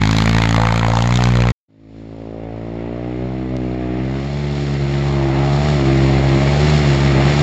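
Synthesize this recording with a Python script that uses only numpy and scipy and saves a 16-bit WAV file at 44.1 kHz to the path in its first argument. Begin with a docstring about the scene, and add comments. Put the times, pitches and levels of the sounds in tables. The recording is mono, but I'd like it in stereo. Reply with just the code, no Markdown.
"""On a gravel road by a forest, a quad bike with a one-cylinder four-stroke engine is heard twice.
First it pulls away, its exhaust cracking at the listener. After a short silence it fades in far off
and comes closer, the throttle rising and falling; one small tick sounds nearby on the way.
Each firing of the engine is a push of exhaust, a burst of swirling gas and a gulp of fresh air.
The pushes and gulps make the deep note; the gas makes the rasp and hiss."""
import sys
import numpy as np
from scipy import signal
from scipy.fft import rfft, irfft, next_fast_len
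from scipy.io import wavfile
from scipy.ndimage import uniform_filter1d, minimum_filter1d, map_coordinates

SR = 44100
rng = np.random.default_rng(int(sys.argv[2]) if len(sys.argv) > 2 else 0)


def master_out(mix):
    """Clip the mix to full scale and print it as 16-bit PCM to the path in sys.argv[1]."""
    frames = np.transpose(np.atleast_2d(mix))
    ceiling = np.clip(frames, -1, 1)
    pcm = np.round(ceiling * 32767).astype(np.int16)
    wavfile.write(sys.argv[1], SR, pcm)


N = 327222
TIME = np.arange(N) / SR
FFT_SIZE = next_fast_len(N + 8192, real=True)
HZ = np.maximum(np.arange(FFT_SIZE // 2 + 1) * SR / FFT_SIZE, 1)

# How fast the engine runs: (time [s], firing rate [Hz])
REVS_AWAY = [(0.0, 52.65), (0.35, 56.03), (0.53, 55.59), (0.98, 57.14), (1.15, 61.22), (1.52, 59.6)]
REVS_TOWARD = [(1.68, 53.9), (2.6, 56.1), (2.86, 57.94), (3.36, 64.27), (3.91, 61.6), (4.39, 72.21),
               (4.86, 69.22), (5.11, 70.16), (5.29, 66.93), (5.59, 71.29), (5.72, 74.65), (5.82, 67.18),
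               (6.36, 67.59), (6.73, 75.6), (6.94, 68.14), (7.05, 70.11), (7.18, 66.63), (7.3, 71.68),
               (7.42, 73.47)]
# The tones in the engine's note, from behind, far ahead and near ahead:
# (harmonic [times the firing rate], relative level [dB])
TONES_AWAY = [(1, 9.5), (2, 15), (3, -7), (4, -9), (5, -13), (6, -20), (7, -19.5), (8, -20), (9, -13),
              (10, -15.5), (11, -19.5), (12, -18), (13, -25), (14, -21.5), (15, -19), (16, -16),
              (17, -27.5), (18, -27), (19, -28.5), (20, -45.5), (21, -24.5), (22, -31.5)]
TONES_FAR = [(1, -9), (2, -7.5), (3, -5.5), (4, -5), (5, -6), (6, -4.5), (7, 1), (8, -6.5), (9, -10),
             (10, -8), (11, -9), (12, -16), (13, -9), (14, -23), (15, -37.5), (16, -33.5), (17, -28),
             (18, -41), (19, -31)]
TONES_NEAR = [(1, -6.5), (2, 1.5), (3, -10), (4, -7.5), (5, -2), (6, -11), (7, -24), (8, -18), (9, -9),
              (10, -14.5), (11, -14), (12, -24.5), (13, -32.5), (14, -31.5), (15, -21), (16, -20.5),
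              (17, -31.5), (18, -30), (19, -34)]
# Tone colour of the gas and of the low churn of engine and tyres: (frequency [Hz], relative level [dB])
GAS_COLOUR_AWAY = [(450, 7), (650, -2), (900, -1), (1150, -2.5), (1550, 1.5), (2200, 6.5), (3400, -8),
                   (4400, -17), (5600, -21.5), (7000, -20), (7800, -28.5), (8800, -45.5), (11500, -40),
                   (14500, -58)]
GAS_COLOUR_TOWARD = [(800, 8), (1000, -6), (1200, -3.5), (1500, -7), (2100, -2), (2700, -10), (4200, -18.5),
                     (5400, -19.5), (6300, -27), (7050, -22.5), (7900, -35), (8700, -67), (11500, -51),
                     (14500, -67.5)]
CHURN_COLOUR = [(20, -4), (55, -7.5), (95, 16.5), (160, 16.5), (320, 12.5), (450, 11), (700, 11), (900, -5),
                (1200, -48.5)]
# Brief flare-ups of the leaving exhaust: (time [s], bark boost [dB], rasp boost [dB], hiss boost [dB])
EXHAUST_FLARES = [(.19, 0.5, 0, 6.0), (.43, -0.3, 2, 2), (.66, 3.5, 0.5, 1.0), (.93, 4.5, -0.5, 0),
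                  (1.02, 2, -1.5, 5.5), (1.23, 1, 1, 6)]
# How alike the noise is in both ears: (frequency [Hz], likeness [ratio, held to 0-1 when used])
EAR_LIKENESS_AWAY = [(500, -0.6), (1000, 13), (2500, -0.6), (7000, 0.4)]
EAR_LIKENESS_TOWARD = [(60, 0.39), (120, 0.93), (240, 0.99), (470, 1), (940, 0.73), (1880, 0.48),
                       (3740, 0.32), (7440, 0.7)]
# Which ear hears more: (frequency [Hz], left minus right [dB])
EAR_BALANCE_AWAY = [(60, 3), (300, .5), (510, 4), (870, 1.5), (1490, -2), (2550, -2), (4350, 13.5),
                    (7000, -8), (10000, 6)]
EAR_BALANCE_TOWARD = [(60, 2), (180, 2), (300, 1), (510, 3), (870, 2), (1490, 0), (2550, -3.5), (4350, 17),
                      (7200, -15.5), (10000, 7)]
# Narrow peaks and dips at each ear: (frequency [Hz], half width [Hz], left [dB], right [dB])
EAR_PEAKS_AWAY = [(1850, 82, -4.5, 2.5), (2060, 160, -1.5, 3), (3850, 190, -1.5, -3.5),
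                  (4710, 300, -2, 8.5)]
EAR_PEAKS_TOWARD = [(2050, 370, -3, 2), (2780, 91, 5.5, 2.5), (3500, 51, 4, 2.5), (4200, 180, 2, 8.5),
                    (5400, 150, 5.5, -4), (7300, 100, 3.5, -3.5), (8050, 280, -12.5, 5)]
# The change from the far sound to the near one: (time [s], near share [0-1])
NEAR_SHARE = [(3.1, 0.4), (3.9, 0.38), (4.3, 0.78), (7.4, 1)]
# The deep boom and the mid-pitched bark as the bike comes closer: (time [s], base level [dB])
BOOM_TOWARD = [(2.0, -37.5), (2.9, -27), (4.2, -21.5), (4.7, -19), (5.45, -16.5), (5.68, -14.5), (6.3, -14),
               (7.2, -13.5), (7.42, -14)]
BARK_TOWARD = [(2.0, -44.5), (2.35, -32.5), (3.85, -32), (4.45, -38.5), (4.95, -35.5), (5.4, -26),
               (5.9, -27), (6.45, -25.5), (6.75, -31.5), (7.08, -30), (7.42, -31)]
# The pipe drones at low revs and falls out of tune at high ones: (firing rate [Hz], level over boom [dB])
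DRONE_BY_REVS = [(57, -0.9), (63, -2.3), (67.5, -7), (71, -10.5), (75, -10.5)]
# Peaks and dips in the note from far ahead: (frequency [Hz], half width [Hz], boost [dB])
FAR_PEAKS = [(262, 12, 2.5), (335, 13, 1.5), (380, 62, -1.5), (507, 28, -7)]
# A small dry tick close by: (time [s], peak level [dB])
NEARBY_TICKS = [(3.567, -21.0)]

AWAY_ENDS_S, TOWARD_STARTS_S = 1.52, 1.68


def from_db(db):
    """Turn decibels into a number to multiply by."""
    return np.exp(np.asarray(db) * (np.log(10) / 20))


def over_time(table):
    """Join a table's points with straight lines: one value per sample."""
    return np.interp(TIME, *np.transpose(table))


def over_hz(table):
    """Join a table's points with straight lines on an octave scale: one value per frequency."""
    hz, value = np.transpose(table)
    return np.interp(np.log(HZ), np.log(hz), value)


def hump(x, centre, width):
    """A smooth hill of height 1, in time or in frequency."""
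    return np.exp(-((x - centre) / width) ** 2)


def band(low_hz, high_hz):
    """Gains that let through only what lies between two frequencies."""
    return 1 / np.sqrt((1 + (low_hz / HZ) ** 16) * (1 + (HZ / high_hz) ** 16))


def colour(sound, gain):
    """Turn each frequency up or down by its own gain."""
    spectrum = rfft(sound.astype(np.float32), FFT_SIZE)
    return irfft(spectrum * gain.astype(np.float32), FFT_SIZE)[..., :N]


def wander(cycles, span=1):
    """A value that glides to a new random number every `span` engine cycles."""
    draws = rng.standard_normal(1024)
    coarse = np.interp(cycles[::8] / span, np.arange(len(draws)), draws)
    return np.repeat(coarse, 8)[:N].astype(np.float32)


def count_cycles(firing_hz, start):
    """Count engine cycles; the exhaust valve opens at each whole number."""
    return np.cumsum(firing_hz) / SR + start + 1


def moving_air(cycles, levels_db, waver_db):
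    """Moving air makes each layer's level waver on its own."""
    return [db + waver_db * wander(cycles, span=9) for db in levels_db]


def levels_away():
    """Base levels [dB] of the leaving bike: the boom holds, the drone settles and the hiss fades."""
    flares = sum(np.outer(boosts, hump(TIME, at_s, 0.091)) for at_s, *boosts in EXHAUST_FLARES)
    bark_flare, rasp_flare, hiss_flare = flares
    sag_db = 2.2 * hump(TIME, 0.72, 0.43)   # the low end sags in mid-turn
    boom_db = -14 - sag_db
    drone_db = -24 + 4.5 * hump(TIME, 0, 0.66) - sag_db
    bark_db = -25.5 + 1.5 * hump(TIME, 0.66, 0.31) + bark_flare   # the pipe swings to face the listener
    rasp_db = -25 + rasp_flare
    hiss_db = -29.5 - 4 * TIME + hiss_flare
    return boom_db, drone_db, bark_db, rasp_db, hiss_db


def ground_dip_db(hz):
    """Sound bouncing off the ground cuts a dip into the note; it slides down as the bike leaves."""
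    centre_hz = 442 * 2 ** (-0.45 * TIME)
    return 5.5 * hump(hz, centre_hz, 55)


def engine_note(cycles, tone_db, groups, pipe_harmonic, intake, intake_lag, smear, jitter, flutter_db):
    """Tones timed by the exhaust push and later air gulp; groups are (harmonics, joint level [dB])."""
    unevenness = jitter * wander(cycles)   # no two burns take equally long
    angle = (2 * np.pi * (cycles % 1 + unevenness)).astype(np.float32)
    note = np.zeros(N)
    for harmonics, level_db in groups:
        gains = [from_db(tone_db[k - 1]) for k in harmonics]
        scale = from_db(level_db) * np.sqrt(2 / sum(gain ** 2 for gain in gains))
        for k, gain in zip(harmonics, gains):
            pipe_ratio = 1j * k / pipe_harmonic
            push = pipe_ratio / (1 + pipe_ratio) ** 2   # a sharp push, then suction in the pipe
            push *= np.exp(-1j * np.pi * smear * k * k)   # high tones linger in the silencer
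            gulp = intake * np.exp(-(k / 3.53) ** 2 - 2j * np.pi * k * intake_lag)
            phase = float(np.angle(push + gulp))
            flutter = from_db(flutter_db * np.sqrt(k) * wander(cycles, span=5))   # air shakes highs most
            note += scale * gain * flutter * np.cos(k * angle + phase)
    return note


def turbulence(cycles, repeat):
    """Two noises that partly repeat from firing to firing, since the gas takes the same path."""
    fresh = rng.standard_normal((2, 560, 1024))   # noise, firing, sample within the firing
    flow = signal.lfilter([np.sqrt(1 - repeat ** 2)], [1, -repeat], fresh, axis=1)
    firing = cycles.astype(int)
    samples_since_firing = np.arange(N) - np.searchsorted(firing, firing)
    return flow[:, firing, samples_since_firing]


def gas_rush(cycles, gain, likeness, repeat, opens_at, rise, steady, uneven_db):
    """Gas bursts that swell for `rise` cycles and die away, over a steady rush; stereo, at 0 dB."""
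    burst_cycles = cycles - opens_at
    age = burst_cycles % 1 / rise
    strength = from_db(uneven_db * np.tanh(wander(np.floor(burst_cycles))))
    burst = strength * (age * np.exp(1 - age)) ** 2
    noise = turbulence(cycles, repeat) * np.hypot(burst, steady)
    alike = np.clip(over_hz(likeness), 0, 0.999)
    shared, side = colour(noise, gain * np.sqrt([1 + alike, 1 - alike]))
    stereo = np.array([shared + side, shared - side])
    return stereo / np.sqrt(np.mean(stereo ** 2) + 1e-20)


def ears(sound, balance, peaks):
    """Give each ear a tone colour of its own."""
    broad_db = over_hz(balance) * np.array([[0.5], [-0.5]])
    narrow_db = sum(np.outer(pair_db, hump(HZ, hz, width)) for hz, width, *pair_db in peaks)
    return colour(sound, from_db(broad_db + narrow_db))


def drift_left(sound):
    """As the bike moves off to the left, its sound reaches the right ear ever later."""
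    left, right = sound
    lag_s = np.interp(TIME, [0, AWAY_ENDS_S], [0.00007, 0.00017])
    return np.array([left, map_coordinates(right, [(TIME - lag_s) * SR], order=3)])


def pulling_away():
    """The pipe points at the listener: a deep note with a hard crack on every firing."""
    firing_hz = over_time(REVS_AWAY)
    cycles = count_cycles(firing_hz, start=0.16)
    boom_db, drone_db, bark_db, rasp_db, hiss_db = moving_air(cycles, levels_away(), waver_db=-0.35)
    pitched_bark_db = bark_db - 7   # part of the bark is pitched, the rest is rushing gas
    groups = [(range(1, 3), boom_db - 0.6), (range(3, 9), drone_db + 3), (range(9, 23), pitched_bark_db)]
    tone_db = [db - ground_dip_db(k * firing_hz) for k, db in TONES_AWAY]
    note = engine_note(cycles, tone_db, groups, pipe_harmonic=2.3, intake=0.57, intake_lag=0.43,
                       smear=0.0047, jitter=0.0057, flutter_db=0.89)
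    gas_colour = from_db(over_hz(GAS_COLOUR_AWAY))
    bark = gas_rush(cycles, gas_colour * band(610, 1340), EAR_LIKENESS_AWAY,
                    repeat=0.4, opens_at=-0.0045, rise=0.12, steady=0.065, uneven_db=0.5)
    rasp = gas_rush(cycles, gas_colour * band(1200, 4700), EAR_LIKENESS_AWAY,
                    repeat=0.33, opens_at=0.00064, rise=0.097, steady=0.18, uneven_db=4.5)
    hiss = gas_rush(cycles, gas_colour * band(3550, 14000), EAR_LIKENESS_AWAY,
                    repeat=0.31, opens_at=-0.011, rise=0.1, steady=0.17, uneven_db=5.5)
    gas = from_db(bark_db) * bark + from_db(rasp_db - 0.7) * rasp + from_db(hiss_db - 0.06) * hiss
    burn_strength = from_db(0.77 * wander(cycles))
    return drift_left(ears(burn_strength * (note + gas), EAR_BALANCE_AWAY, EAR_PEAKS_AWAY))


def throttle_db(firing_hz):
    """The rasp hardens while the throttle is open and the revs climb."""
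    climb_hz_per_s = uniform_filter1d(np.gradient(firing_hz) * SR, size=int(0.14 * SR) + 1)
    return 0.03 * np.maximum(climb_hz_per_s, 0)


def levels_toward(firing_hz, near):
    """Base levels [dB] of the nearing bike: rasp and hiss gain on the boom as the distance shrinks."""
    last_distance_m, closing_m_per_s = 6.4, 16.5
    distance_doublings = np.log2(1 + closing_m_per_s * (TIME[-1] - TIME) / last_distance_m)
    boom_db, bark_db = over_time(BOOM_TOWARD), over_time(BARK_TOWARD)
    drone_db = boom_db + np.interp(firing_hz, *np.transpose(DRONE_BY_REVS))
    rasp_db = boom_db - 9.5 - 1.54 * distance_doublings + throttle_db(firing_hz)
    hiss_db = boom_db - 16 - 0.5 * distance_doublings
    hiss_db += 0.46 * (firing_hz - 70.6)   # faster firing hisses more
    hiss_db -= 12.5 * (1 - near)   # the trees at the bend hide the hiss
    # once faded in, the hiss never drops below a faint, steady level
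    hiss_db = 20 * np.log10(np.hypot(from_db(hiss_db), from_db(-60.5)))
    fade_in_db = 63.5 * np.clip(TIME - 1.988, -1, 0)
    return [db + fade_in_db for db in (boom_db, drone_db, bark_db, rasp_db, hiss_db)]


def note_from_ahead(cycles, near, boom_db, drone_db, bark_db):
    """The engine's note with a strong intake gulp, blending from its far sound to its near one."""
    tone_db = [far_db + near * (near_db - far_db)
               for (_, far_db), (_, near_db) in zip(TONES_FAR, TONES_NEAR)]
    tone_db[0] -= 12 * np.clip((1.8 - TIME) / 0.02, 0, 1)   # the lowest tone comes in last
    pitched_bark_db = bark_db - 0.2 - 1.6 * near   # close by, part of the bark is churning noise
    groups = [(range(1, 4), boom_db), (range(4, 7), drone_db), (range(7, 20), pitched_bark_db)]
    note = engine_note(cycles, tone_db, groups, pipe_harmonic=4.46, intake=1.0, intake_lag=0.4787,
                       smear=0.0062, jitter=0.0069, flutter_db=0.82)
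    note = colour(note, from_db(1.5 * hump(HZ, 301, 50)))   # the pipe favours tones near 301 Hz
    far_peaks_db = sum(db * hump(HZ, hz, width) for hz, width, db in FAR_PEAKS)
    return near * note + (1 - near) * colour(note, from_db(far_peaks_db))


def dulled_by_distance(hiss, hiss_db):
    """Distance swallows the very top first, so the fainter the hiss, the duller it is."""
    sizzle = colour(hiss, band(9000, SR))
    share_left = from_db(2.1 * np.minimum(hiss_db + 33, 0))
    return hiss - (1 - share_left) * sizzle


def forest_echoes(sound, echo_db, delays_s):
    """The forest edge throws back a few weak echoes, mostly of the middle range."""
    echoes = sum(np.exp(-2j * np.pi * HZ * delay) for delay in delays_s)
    return colour(sound, 1 + from_db(echo_db) * band(400, 4500) * echoes)


def coming_closer():
    """The pipe points away: the intake leads, and the trees smear the cracks into a throbbing rasp."""
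    firing_hz, near = over_time(REVS_TOWARD), np.clip(over_time(NEAR_SHARE), 0, 1)
    cycles = count_cycles(firing_hz, start=0.12)
    levels_db = levels_toward(firing_hz, near)
    boom_db, drone_db, bark_db, rasp_db, hiss_db = moving_air(cycles, levels_db, waver_db=0.7)
    note = note_from_ahead(cycles, near, boom_db, drone_db, bark_db)
    gas_colour = from_db(over_hz(GAS_COLOUR_TOWARD))
    churn = gas_rush(cycles, from_db(over_hz(CHURN_COLOUR)), EAR_LIKENESS_TOWARD,
                     repeat=0.1, opens_at=-0.0066, rise=0.36, steady=1.1, uneven_db=-0.5)
    rasp = gas_rush(cycles, gas_colour * band(910, 3700), EAR_LIKENESS_TOWARD,
                    repeat=0.36, opens_at=-0.02, rise=0.13, steady=0.86, uneven_db=3.0)
    growl = gas_rush(cycles, gas_colour * band(810, 1400), EAR_LIKENESS_TOWARD,
                     repeat=0.4, opens_at=-0.02, rise=0.21, steady=0.91, uneven_db=3.5)
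    hiss = gas_rush(cycles, gas_colour * band(3110, 14000), EAR_LIKENESS_TOWARD,
                    repeat=0.047, opens_at=-0.02, rise=0.24, steady=1.4, uneven_db=5.5)
    growl_db = bark_db - 16 + 14.5 * hump(TIME, 5.3, 0.41)   # it surges briefly with a blip of the throttle
    bike = note + from_db(rasp_db + 1.3) * churn + from_db(rasp_db - 1.2) * rasp
    bike += from_db(growl_db) * growl + from_db(hiss_db - 2.5) * dulled_by_distance(hiss, hiss_db)
    burn_strength = from_db(0.58 * wander(cycles))
    with_echoes = forest_echoes(burn_strength * bike, echo_db=-23, delays_s=[0.037, 0.064, 0.109])
    return ears(with_echoes, EAR_BALANCE_TOWARD, EAR_PEAKS_TOWARD)


def tick():
    """A tiny hard contact that hardly rings."""
    click = np.zeros(N)
    for at_s, peak_db in NEARBY_TICKS:
        click[round(at_s * SR)] = from_db(peak_db)
    bright_band = signal.butter(4, [1300, 6000], "band", fs=SR, output="sos")
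    ring = signal.sosfilt(bright_band, click + 1e-18)
    return ring * click.max() / np.abs(ring).max()


def scene():
    """The sound of the leaving bike stops dead; after a moment of silence the bike comes closer."""
    away_gain = np.clip(np.minimum(TIME / 0.012, (AWAY_ENDS_S - TIME) / 0.001), 0, 1)
    toward_gain = np.clip((TIME - TOWARD_STARTS_S) / 0.02, 0, 1)
    bike = away_gain * pulling_away() + toward_gain * coming_closer()
    faint_hiss = from_db(-94.5) * rng.standard_normal((2, N))
    return bike + tick() + faint_hiss


def record(dry):
    """Turn the hardest cracks down for an instant (a limiter), then cut the highest treble."""
    safe_gain = 1 / np.maximum(np.abs(dry).max(axis=0), 1)
    smooth_gain = uniform_filter1d(minimum_filter1d(safe_gain, size=129), size=129)
    treble_cut = signal.cheby2(12, 70, 16000, fs=SR, output="sos")
    return signal.sosfilt(treble_cut, dry * smooth_gain)


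dry = scene()
out = record(dry)
master_out(out)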